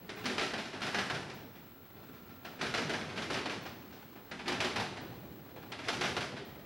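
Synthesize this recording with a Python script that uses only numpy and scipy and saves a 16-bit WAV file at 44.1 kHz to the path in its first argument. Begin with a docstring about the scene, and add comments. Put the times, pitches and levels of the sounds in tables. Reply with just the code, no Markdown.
"""A slow freight train of flatcars rolls over a steel rail crossing a few metres away.
Each truck drops three times into the gaps: noise bands with fading power make crack, clang and tail,
with frame slams and other, mostly weaker strokes. The same bands carry the rumble and tread hiss of rolling.
Decaying sines ring truck, wheels and fittings, hard blows leave a faint high ringing, and short low
swells stir the rumble.
Wheels sing faintly as wavering tones, and a thin high whine of tones and fizz is heard in the lulls."""
import sys
import numpy as np
from scipy import signal
from scipy.io import wavfile
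from scipy.ndimage import uniform_filter1d

SR = 44100
rng = np.random.default_rng(int(sys.argv[2]) if len(sys.argv) > 2 else 0)


def store_wav(level_fs):
    """Save 16-bit WAV to argv[1]."""
    pcm = np.round(np.clip(np.atleast_2d(level_fs), -1, 1) * 32767)
    wavfile.write(sys.argv[1], SR, pcm.T.astype(np.int16))


N = 293265  # length [samples]

# densely packed modes of wheel, rail and car: (frequency [Hz], relative level per Hz [dB])
STEEL_SPECTRUM = [(25, -46), (40, -42), (70, -25), (120, -8), (230, 0), (290, -5.5), (370, 1.5), (520, -2),
                  (780, -0.5), (1100, -5.5), (1500, -1), (2600, -4), (5300, -12.5), (7300, -25),
                  (11000, -31)]
# wheels drop into the gaps, three drops to a truck, and the frame slams back after each:
# (time [s], level [dB], thud [dB], knock [dB], brightness [dB], crack [dB], boom [Hz], clang [Hz],
#  slam delay [s], slam level [dB], slam thud [dB], slam brightness [dB], slam crack [dB]);
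# every dB column after the level is relative
WHEEL_DROPS = [(0.256, -39, 7.5, -2.5, 6, 1.5, 437, 700.0, 0.04, -1.5, 7, -1, -6.0),
               (0.381, -37, -3, -1.5, 0.5, 5, 330.0, 700.0, 0.029, 2.0, 5, 2.5, -6.5),
               (0.535, -40.5, 5.5, 2.5, -3, 3.5, 298, 700.0, 0.043, -1.5, 6, 3.5, -5),
               (0.818, -38.5, 3, 0.5, 3.5, -3, 240.0, 1400.0, 0.047, -2.5, 1.0, 3, -2.5),
               (0.945, -36, 1, -1.5, -2.5, 3.0, 180.0, 1610.0, 0.04, -2.0, 2.5, 0.5, 3),
               (1.099, -41.5, 8, 4.0, 1.5, 4.5, 150.0, 1410, 0.045, -2, 7.0, 3.5, 0.5),
               (2.612, -37.5, 6, 0.5, 3.0, -0.5, 150.0, 1400.0, 0.048, -4, 2, 2, -9),
               (2.739, -36, 1.5, -0.5, 2, 0.5, 520.0, 1420, 0.037, -3.5, 6, 2.0, -1.0),
               (2.894, -41, 11.5, 5.5, 4, 0.5, 110.0, 1600.0, 0.042, -0.5, 3.0, 2.5, -1.0),
               (3.175, -41.5, 9, -2, 1, -0.5, 282, 1220.0, 0.045, -0.5, -5, 2, -2),
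               (3.301, -39.5, 9.5, 4, 3, -2.5, 273, 1050, 0.041, 1.5, -8, -1.5, -1),
               (3.457, -40, 5, 3, -5.5, 5, 282, 1050, 0.039, -1.5, 5, 4, -5),
               (4.479, -40, 8.0, 1.5, 6.0, 3.5, 280.0, 1050, 0.041, 2, -2, -2, 1),
               (4.603, -36.5, -9, 3, 4.5, 2.5, 380.0, 1060.0, 0.042, -2.5, 3.5, 4.5, 0.5),
               (4.759, -38.5, 0, 6, 3.5, 1.5, 200.0, 1040, 0.039, -2, 0, 3.0, -2),
               (5.884, -39.5, 0, 1.5, 5.5, 5.5, 336, 1230, 0.043, -5, 6, 8, -5),
               (6.01, -36.5, -2, 4, 2.5, 1.5, 380.0, 1400.0, 0.028, -4.5, 6, 6.5, -2),
               (6.166, -40, 5, 3, 0.5, 5.5, 444, 1220.0, 0.041, -1.0, 2.0, 3.5, -1.5)]
# edges and centres of the noise bands that stand for the steel [Hz]
EDGES = np.concatenate([22 * 2 ** np.arange(0, 3, .5), np.geomspace(176, 12400, 25)])
CENTRES = np.sqrt(EDGES[:-1] * EDGES[1:])


def from_db(db):
    """Decibels to gain."""
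    return 10 ** (np.asarray(db) / 20)


def rms_one(x):
    """Scale to unit rms."""
    return x / np.sqrt(np.mean(x ** 2) + 1e-20)


def at_hz(points, hz):
    """Read a table on a log-frequency axis."""
    table_hz, values = np.array(points).T
    return np.interp(np.log(hz), np.log(table_hz), values)


def band_shares(spectrum):
    """Share of a spectrum's power that falls in each band."""
    power = from_db(at_hz(spectrum, CENTRES)) ** 2 * np.diff(EDGES)
    return power / power.sum()


def drift(rate):
    """Random wander of rms 1: straight lines between random points, rate points a second."""
    knots = rng.standard_normal(4000)
    return rms_one(np.interp(np.arange(N) / SR * rate, np.arange(len(knots)), knots))


def low_pass(x, hz):
    """Steep low-pass."""
    return signal.sosfilt(signal.ellip(10, .1, 80, hz, fs=SR, output="sos"), x)


def band_noise(low_hz, high_hz, order):
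    """Stereo noise in one band, rms 1."""
    band = signal.butter(order, [low_hz, high_hz], "band", fs=SR, output="sos")
    return rms_one(signal.sosfilt(band, rng.standard_normal((2, N))))


def clicks(times, sizes):
    """One click of the given size at each time."""
    places = np.clip(np.round(times * SR).astype(int), 0, N - 1)
    return np.bincount(places, sizes, N) + 1e-18


def fade(energy, t60):
    """Energy put into steel dies away exponentially, by 60 dB in t60 seconds."""
    return signal.lfilter([1], [1, -10 ** (-6 / (t60 * SR))], energy)


def build_up(energy, seconds):
    """Energy takes a moment to spread through the steel."""
    r = np.exp(-1 / (seconds * SR))
    return signal.lfilter([1 - r], [1, -r], energy)


def dense_modes(powers):
    """Countless overlapping modes: nearly mono noise bands, each following its own power in time."""
    # stereo width: (frequency [Hz], side relative to mid [dB])
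    width = [(25, 4), (60, -19), (110, -31), (200, -57), (550, -31), (950, -59), (1650, -29), (2700, -19),
             (4500, -16.5), (7500, -13.5), (9500, -9), (12000, -19)]
    mid, side = np.zeros((2, N))
    white = rng.standard_normal((2, 2, N))
    for k, power in enumerate(powers):
        band = signal.butter(2, EDGES[k:k + 2], "band", fs=SR, output="sos")
        # neighbouring bands take turns on two independent noises
        noise = rms_one(signal.sosfilt(band, white[k % 2])) * np.sqrt(power)
        mid += noise[0]
        side += noise[1] * from_db(at_hz(width, CENTRES[k]))
    return np.array([mid + side, mid - side])


def frame_colour(x):
    """The car frames lift a few narrow bands of all that passes through them."""
    # hollow resonances of the frames: (frequency [Hz], width [Hz], added level [dB])
    resonances = [(260, 67, -20), (372, 17, -15), (1700, 27, -32)]
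    coloured = x
    for hz, width_hz, db in resonances:
        b, a = signal.iirpeak(hz, hz / width_hz, fs=SR)
        coloured = coloured + from_db(db) * signal.lfilter(b, a, x)
    return coloured


def rolling(lumpy_db=0.5, rough_db=0.47, patchy_db=0.97, knocks_per_s=34, knock_db=1.5,
            knock_spread_db=-0.5, knock_t60=0.061, smooth_share=0.82):
    """Heavy cars rumble on the track, treads hiss on the rail, loose gear rattles in random knocks."""
    # swells as each truck passes, sinks between: (time [s], rumble level [dB], tread level [dB])
    swells = [(0.0, -52, -61), (0.4, -51.5, -44), (0.7, -52.5, -57), (1.0, -50, -43), (1.3, -49, -54),
              (1.5, -54.0, -60.5), (1.8, -57.5, -62.5), (2.05, -54, -59.5), (2.4, -55.9, -61),
              (2.8, -49, -50.5), (3.2, -46.3, -51), (3.6, -50.5, -58), (3.85, -53.5, -58.5),
              (4.25, -56.5, -59), (4.6, -44.5, -52.4), (5.0, -46.5, -55.5), (5.35, -51.5, -59.5),
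              (5.65, -51.5, -59.5), (6.1, -43.5, -45), (6.4, -49.6, -59), (6.65, -51.5, -58)]
    # rumble of the cars: (frequency [Hz], relative level per Hz [dB])
    rumble_spectrum = [(25, -38), (40, -32), (60, -16.5), (85, 0.5), (130, -2.5), (200, -1), (350, -4),
                       (500, -9.5), (800, -16.5), (1500, -57)]
    # hiss of the treads: (frequency [Hz], relative level per Hz [dB])
    tread_spectrum = [(200, -13), (450, -6), (800, 5), (1050, 4.5), (1400, 3), (2000, -0.5), (4000, -6),
                      (5500, -14), (7500, -17), (11000, -23.5)]
    s, *levels = np.transpose(swells)
    rumble_db, tread_db = (np.interp(np.arange(N) / SR, s, level) for level in levels)

    sizes = from_db(knock_db + knock_spread_db * rng.uniform(-1.1, 1, N)) ** 2
    happens = rng.random(N) < knocks_per_s / SR
    knocks = build_up(fade(sizes * happens + 1e-18, knock_t60), 0.00089)

    rumble = from_db(rumble_db + lumpy_db * drift(35)) ** 2
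    tread = from_db(tread_db + rough_db * drift(60)) ** 2 * (smooth_share + knocks)
    for low, high in zip(band_shares(rumble_spectrum), band_shares(tread_spectrum)):
        patchy = from_db(patchy_db * drift(20)) ** 2
        yield low * rumble * patchy + high * tread


def high_whine(fizz_db=-68, fizz_side_db=-26.0, low_fizz_db=-81.0, phase_gap=0.091):
    """Steady tones and two fizz bands come and go with the lulls, the ears slightly out of step."""
    # tones of the whine: (frequency [Hz], level [dB])
    whine_tones = [(7935, -89), (11835, -74), (11865, -74), (15145, -79), (15175, -78), (15342, -78),
                   (15646, -77), (15705, -75), (15735, -61)]
    # lulls in which it is heard: (start [s], end [s])
    lulls = [(0, .085), (.16, .25), (1.34, 2.58), (3.62, 4.31), (5.01, 5.72), (6.45, 6.7)]
    t, ears = np.arange(N) / SR, np.array([[1], [-1]])
    gate = sum(1.0 * ((t >= start) & (t < end)) for start, end in lulls)
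    heard = uniform_filter1d(gate, size=600)

    tones = np.zeros((2, N))
    for hz, db in whine_tones:
        phase = 2 * np.pi * (hz * t + rng.random()) + phase_gap * ears  # the gap is in radians
        tones += from_db(db) * np.sqrt(2) * np.sin(phase)

    fizz = from_db(fizz_db) * band_noise(15150, 15750, order=4)
    low_fizz = from_db(low_fizz_db) * band_noise(11500, 12300, order=4)
    mid, side = fizz + low_fizz
    return heard * (tones + mid + from_db(fizz_side_db) * side * ears)


def wheel_song(waver_db=0.8, waver_hz=3):
    """A rubbing wheel swells into a faint tone, unsteady in pitch and level."""
    # (start [s], end [s], frequency [Hz], level [dB])
    songs = [(.08, .32, 427, -55), (1.45, 2.0, 1362, -70.5), (1.9, 2.62, 1361, -67), (6.1, 6.65, 1890, -67)]
    t, out = np.arange(N) / SR, np.zeros(N)
    for start, end, hz, level_db in songs:
        progress = np.clip((t - start) / (end - start), 0, 1)
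        swell = np.sqrt(np.sin(np.pi * progress).clip(0))
        phase = 2 * np.pi * np.cumsum(hz + waver_hz * drift(40)) / SR
        out += swell * from_db(level_db + waver_db * drift(32)) * np.sqrt(2) * np.sin(phase)
    return out


def blows():
    """All strokes on the steel, one row each: wheel drops, the slams that follow them, and the others."""
    # the other, mostly weaker strokes: first touches of wheels, further rail joints, single clunks;
    # in the columns of every row returned:
    # (time [s], level [dB], thud [dB], knock [dB], brightness [dB], crack [dB], boom [Hz], clang [Hz])
    other_strokes = [(0.092, -47.5, 2, 1.0, 1.5, 3, 377, 1860),
                     (0.17, -49, 4.5, -12, -2, -6.5, 450.0, 1600.0),
                     (0.24, -45, 10.5, 0.0, -1.0, -2, 280.0, 1400.0),
                     (0.426, -56.0, 2.0, 0.5, 0.5, 0.5, 240.0, 1400.0),
                     (0.655, -51, 2.5, -15, 6, -3.5, 240.0, 1850.0),
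                     (0.731, -44.5, 4.5, 2, -1.5, -8, 332, 1610.0),
                     (0.806, -49, 4.0, -9, -1.5, -2.5, 150.0, 1400.0),
                     (0.972, -42, 4, 1, 0.5, 0, 330.0, 1400.0), (1.298, -49, 2.0, 5, 0, -0.5, 300.0, 920.0),
                     (1.551, -59, 10, 2, 1, -12, 240.0, 700.0),
                     (1.959, -59.5, 12, 6, -9.5, -10, 450.0, 5600.0),
                     (2.129, -63, 14, 3, 7, -13, 330.0, 1400.0),
                     (2.292, -59.0, 13, 4, -2, -7, 280.0, 1400.0),
                     (2.448, -48, 4, 3.5, 0, -1.5, 240.0, 1390),
                     (2.591, -46.5, 10, -2, -1, -13, 280.0, 1850.0),
                     (2.634, -45.5, -1, 0.0, -3.5, 1.0, 280.0, 1600.0),
                     (2.781, -43, 10, -1, -1.5, 2, 330.0, 5600.0),
                     (2.818, -43.5, 14, 0.0, -1.0, -4.0, 150.0, 5600.0),
                     (3.012, -49.5, 0, -4, -6, 8, 150.0, 1850.0),
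                     (3.091, -48.5, 8, 0.0, 0.0, -6, 450.0, 2120.0),
                     (3.158, -44.5, -1, -0.5, 0.5, -7.5, 240.0, 1220.0),
                     (3.331, -45.5, -5, -4, 4, 2.5, 450.0, 5600.0),
                     (3.372, -41.5, 7, -1, -3, 1, 279, 1400.0),
                     (3.654, -46.5, -3, 2.5, -1.5, -1.5, 330.0, 1210),
                     (3.923, -57, 10, 6, 4, -13, 240.0, 5600.0),
                     (4.155, -57, 12, 5.5, -11, -3, 380.0, 1400.0),
                     (4.313, -45.5, 7, 1, -1, 1.5, 200.0, 1850.0),
                     (4.392, -46, -6, 2, -6, 2, 280.0, 3220.0),
                     (4.458, -43.5, 11, 2.5, 0.0, -12, 200.0, 3690.0),
                     (4.633, -54.0, 2.5, 0.5, 0.5, 0.5, 380.0, 1850.0),
                     (4.97, -50, -4, 6, -2.5, 1.5, 300.0, 1850.0),
                     (5.562, -54.5, 10, 5, -9, 0.0, 450.0, 1220.0),
                     (5.627, -57.0, 9, 6, -5, -1, 380.0, 800.0),
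                     (5.719, -45.5, -4, 3, -1, 3.0, 280.0, 3690.0),
                     (5.79, -47, -6, 1.5, -1, -0.5, 110.0, 2120.0),
                     (5.838, -52, 1.0, -1.0, 9, -9.0, 280.0, 1610.0),
                     (5.873, -46, 3, 3, -1, -3, 450.0, 1600.0),
                     (6.055, -46.0, 9, -3, 7.0, 3, 450.0, 1400.0),
                     (6.366, -47.5, 5, 1.5, -2.5, 1, 380.0, 3690.0)]
    rows = []
    for drop in WHEEL_DROPS:
        s, level, thud, knock, bright, crack, boom_hz, clang_hz = drop[:8]
        delay, slam, slam_thud, slam_bright, slam_crack = drop[8:]
        rows.append((s, level, thud, knock, bright, crack, boom_hz, clang_hz))
        rows.append((s + delay, level + slam, slam_thud, knock, slam_bright, slam_crack,
                     boom_hz, clang_hz))
    return np.vstack([rows, other_strokes])


def bounces(s, count=5, scatter=0.34, gap_s=0.0051, loss_db=4):
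    """Steel bounces unevenly, on average ever more weakly: (times, energy shares), a row per blow."""
    gaps, luck_db = rng.standard_normal((len(s), 2, count)).transpose(1, 0, 2)
    gaps = gap_s * np.exp(scatter * gaps)
    times = s[:, None] + np.cumsum(gaps, axis=1) - gaps[:, :1]  # the first touch is the blow itself
    shares = from_db(luck_db - loss_db * np.arange(count)) ** 2
    return times, shares / shares.sum(axis=1, keepdims=True)


def wheel_blows(crack_t60=0.029, crack_gain_db=8.0, tail_db=-6.5, crack_rise_s=0.0014,
                clang_rise_s=0.0094, rise_cycles=1.0, chatter_db=0.05, colour_db=0.62,
                thud_hz=460, knock_hz=740, bright_hz=2400, gain_db=0.81,
                boom_lift_db=5, boom_octaves=0.31, clang_lift_db=3.5, clang_octaves=0.19,
                crack_treble_db=2.5, crack_hz=3980):
    """Each blow gives a bouncing crack, a clang and a long tail; loose parts make the ringing chatter."""
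    # decay of the clang: (frequency [Hz], t60 [s])
    clang_t60 = [(100, 0.68), (400, 0.17), (1500, 0.28), (5000, 0.43), (10000, 0.51)]
    # decay of the long tail that travels along rails and cars: (frequency [Hz], t60 [s])
    tail_t60 = [(100, 0.63), (400, 1.06), (1500, 0.92), (5000, 0.91), (10000, 0.54)]
    s, level_db, thud_db, knock_db, bright_db, crack_db, boom_hz, clang_hz = blows().T
    touches, touch_shares = bounces(s)
    chatter = from_db(chatter_db * drift(260)) ** 2
    colours = rng.standard_normal((len(s), len(CENTRES)))  # every blow has its own tone colour
    for hz, share, colour in zip(CENTRES, band_shares(STEEL_SPECTRUM), colours.T):
        # how far this band belongs to thud, brightness, knock, boom and clang
        low = 1 / (1 + (hz / thud_hz) ** 4)
        high = 1 / (1 + (bright_hz / hz) ** 2)
        middle = np.exp(-2 * np.log2(hz / knock_hz) ** 2)
        boom = np.exp(-(np.log2(hz / boom_hz) / boom_octaves) ** 2)
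        ring = np.exp(-(np.log2(hz / clang_hz) / clang_octaves) ** 2)
        tone_db = boom * boom_lift_db + ring * clang_lift_db + colour_db * colour
        tone_db += low * thud_db + middle * knock_db + high * bright_db
        energy = share * from_db(gain_db + level_db + tone_db) ** 2
        struck = clicks(s, energy)

        treble_db = crack_treble_db * np.exp(-2 * np.log2(hz / crack_hz) ** 2)
        sharp = energy * from_db(crack_gain_db + crack_db + treble_db) ** 2 * (1 - low)
        touch_energy = sharp[:, None] * touch_shares
        crack = fade(clicks(touches.ravel(), touch_energy.ravel()), crack_t60)
        clang = fade(struck, at_hz(clang_t60, hz))
        tail = from_db(tail_db) ** 2 * fade(struck, at_hz(tail_t60, hz))

        swell_s = rise_cycles / hz  # low modes need longer to swell
        ringing = build_up(clang + tail, clang_rise_s + swell_s) * chatter
        yield build_up(crack, crack_rise_s + swell_s) + ringing


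def truck_ring(detune=0.0071):
    """Every blow rings the strong modes of wheel and truck, each time at slightly different pitches."""
    # modes that stand out of the clang: (frequency [Hz], level relative to the blow [dB], t60 [s])
    truck_modes = [(236, -12, 0.26), (374.3, -8, 0.14), (762, -22, 0.15), (1358, -13.5, 0.48),
                   (1595, -6.5, 0.15), (2417, -7, 0.17), (2650, -11, 0.1)]
    out, t = np.zeros(N + SR), np.arange(SR // 2) / SR
    hz, mode_db, t60 = np.array(truck_modes).T[:, :, None]
    for s, level_db, *_ in blows():
        pitch = hz * (1 + detune * rng.standard_normal(hz.shape))
        decay = from_db(level_db + mode_db - 60 * t / t60)
        start = round(s * SR)
        out[start:start + len(t)] += (decay * np.sin(2 * np.pi * pitch * t)).sum(axis=0)
    return out[:N]


def fittings_ring(count=20, low_hz=600, high_hz=6000, ring_db=-9.0, t60=0.33, rise_s=0.0013):
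    """No two cars are alike: each blow rings scattered springs and plates of its own."""
    out, t = np.zeros(N + SR), np.arange(SR // 3) / SR
    for s, level_db, *_ in blows():
        place, damping, phase = rng.random((3, count, 1))
        hz = low_hz + (high_hz - low_hz) * place ** np.sqrt(2)
        fall_db = 60 * t / (t60 * (.5 + damping))
        decay = from_db(level_db + ring_db + at_hz(STEEL_SPECTRUM, hz) - fall_db)
        modes = decay * np.sin(2 * np.pi * (hz * t + phase))
        start = round(s * SR)
        out[start:start + len(t)] += modes.sum(axis=0) * (1 - np.exp(-t / rise_s))
    return out[:N]


def low_swells(swell_s=0.017):
    """Short low swells rise and die within the rumble, each a sine under a smooth rise and fall."""
    # (time [s], peak level of the swell [dB], frequency [Hz])
    swells = [(0.249, -36, 243), (.4, -37, 380), (.84, -44.5, 145), (1.235, -50, 131), (2.839, -38.5, 153),
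              (3.035, -44, 156), (3.361, -46, 377), (3.869, -50, 207), (4.468, -35, 357), (4.64, -40, 371),
              (4.776, -40, 113), (5.021, -51, 315), (5.08, -47, 118), (5.538, -54, 515), (6.001, -42, 364),
              (6.282, -52, 493), (6.386, -48, 402)]
    out, t = np.zeros(N + SR), np.arange(SR // 4) / SR
    envelope = t / swell_s * np.exp(1 - t / swell_s)
    for s, level_db, hz in swells:
        tone = np.sin(2 * np.pi * (hz * t + rng.random()))
        start = round(s * SR)
        out[start:start + len(t)] += from_db(level_db) * envelope * tone
    return out[:N]


def high_ringing(hard_db=-42, ring_db=-22.5, t60=1.4, rise_s=0.0042,
                 reference_hz=2300, treble_db_per_octave=-4.0):
    """Hard blows leave a faint, long high ringing of six slowly decaying sines."""
    # pitches of the high ringing, a row for each group of blows: (six frequencies [Hz])
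    pitches = [(2422.0, 2541.0, 3133.0, 3305.0, 4985.0, 5362.0),
               (2336.0, 3704.0, 3941.0, 5319.0, 5545.0, 5889.0),
               (4931.0, 5308.0, 5577.0, 5663.0, 5922.0, 6169.0),
               (2401.0, 3122.0, 3919.0, 4436.0, 5416.0, 6180.0),
               (2401.0, 3779.0, 3908.0, 4070.0, 4899.0, 6029.0),
               (3155.0, 3316.0, 3693.0, 3930.0, 5297.0, 6148.0)]
    out, t = np.zeros(N + SR), np.arange(SR) / SR
    starts = np.array(WHEEL_DROPS)[::3, 0]  # a group begins with the first of three drops
    for s, level_db, *_ in blows():
        group = max(np.searchsorted(starts, s, "right") - 1, 0)
        hz = np.array(pitches[group])[:, None]
        phase = rng.random(hz.shape)
        if level_db > hard_db:
            tone_gain = from_db(treble_db_per_octave * np.log2(hz / reference_hz))
            tones = (tone_gain * np.sin(2 * np.pi * (hz * t + phase))).sum(axis=0)
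            decay = from_db(level_db + ring_db - 60 * t / t60)
            start = round(s * SR)
            out[start:start + SR] += tones * decay * (1 - np.exp(-t / rise_s))
    return out[:N]


def scene(hiss_db=-75.0, ground_db=-77.0, top=.13, train_top_hz=12000):
    """Blows and rolling excite the same steel; trembling ground and a faint stereo hiss lie underneath."""
    powers = (struck + rolled for struck, rolled in zip(wheel_blows(), rolling()))
    steel = frame_colour(dense_modes(powers))
    train = steel + low_swells() + truck_ring() + high_ringing() + fittings_ring() + wheel_song()
    hiss = from_db(hiss_db) * band_noise(low_hz=1400, high_hz=6300, order=1)
    ground = from_db(ground_db) * band_noise(low_hz=22, high_hz=63.4, order=2)[0]  # same in both ears
    rounded = top * np.tanh(train / top)  # the hardest cracks are blunted
    return low_pass(rounded + hiss + ground, train_top_hz) + high_whine()


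def record(dry, cutoff_hz=16200):
    """The top is cut steeply."""
    return low_pass(dry, cutoff_hz)


dry = scene()
out = record(dry)
store_wav(out)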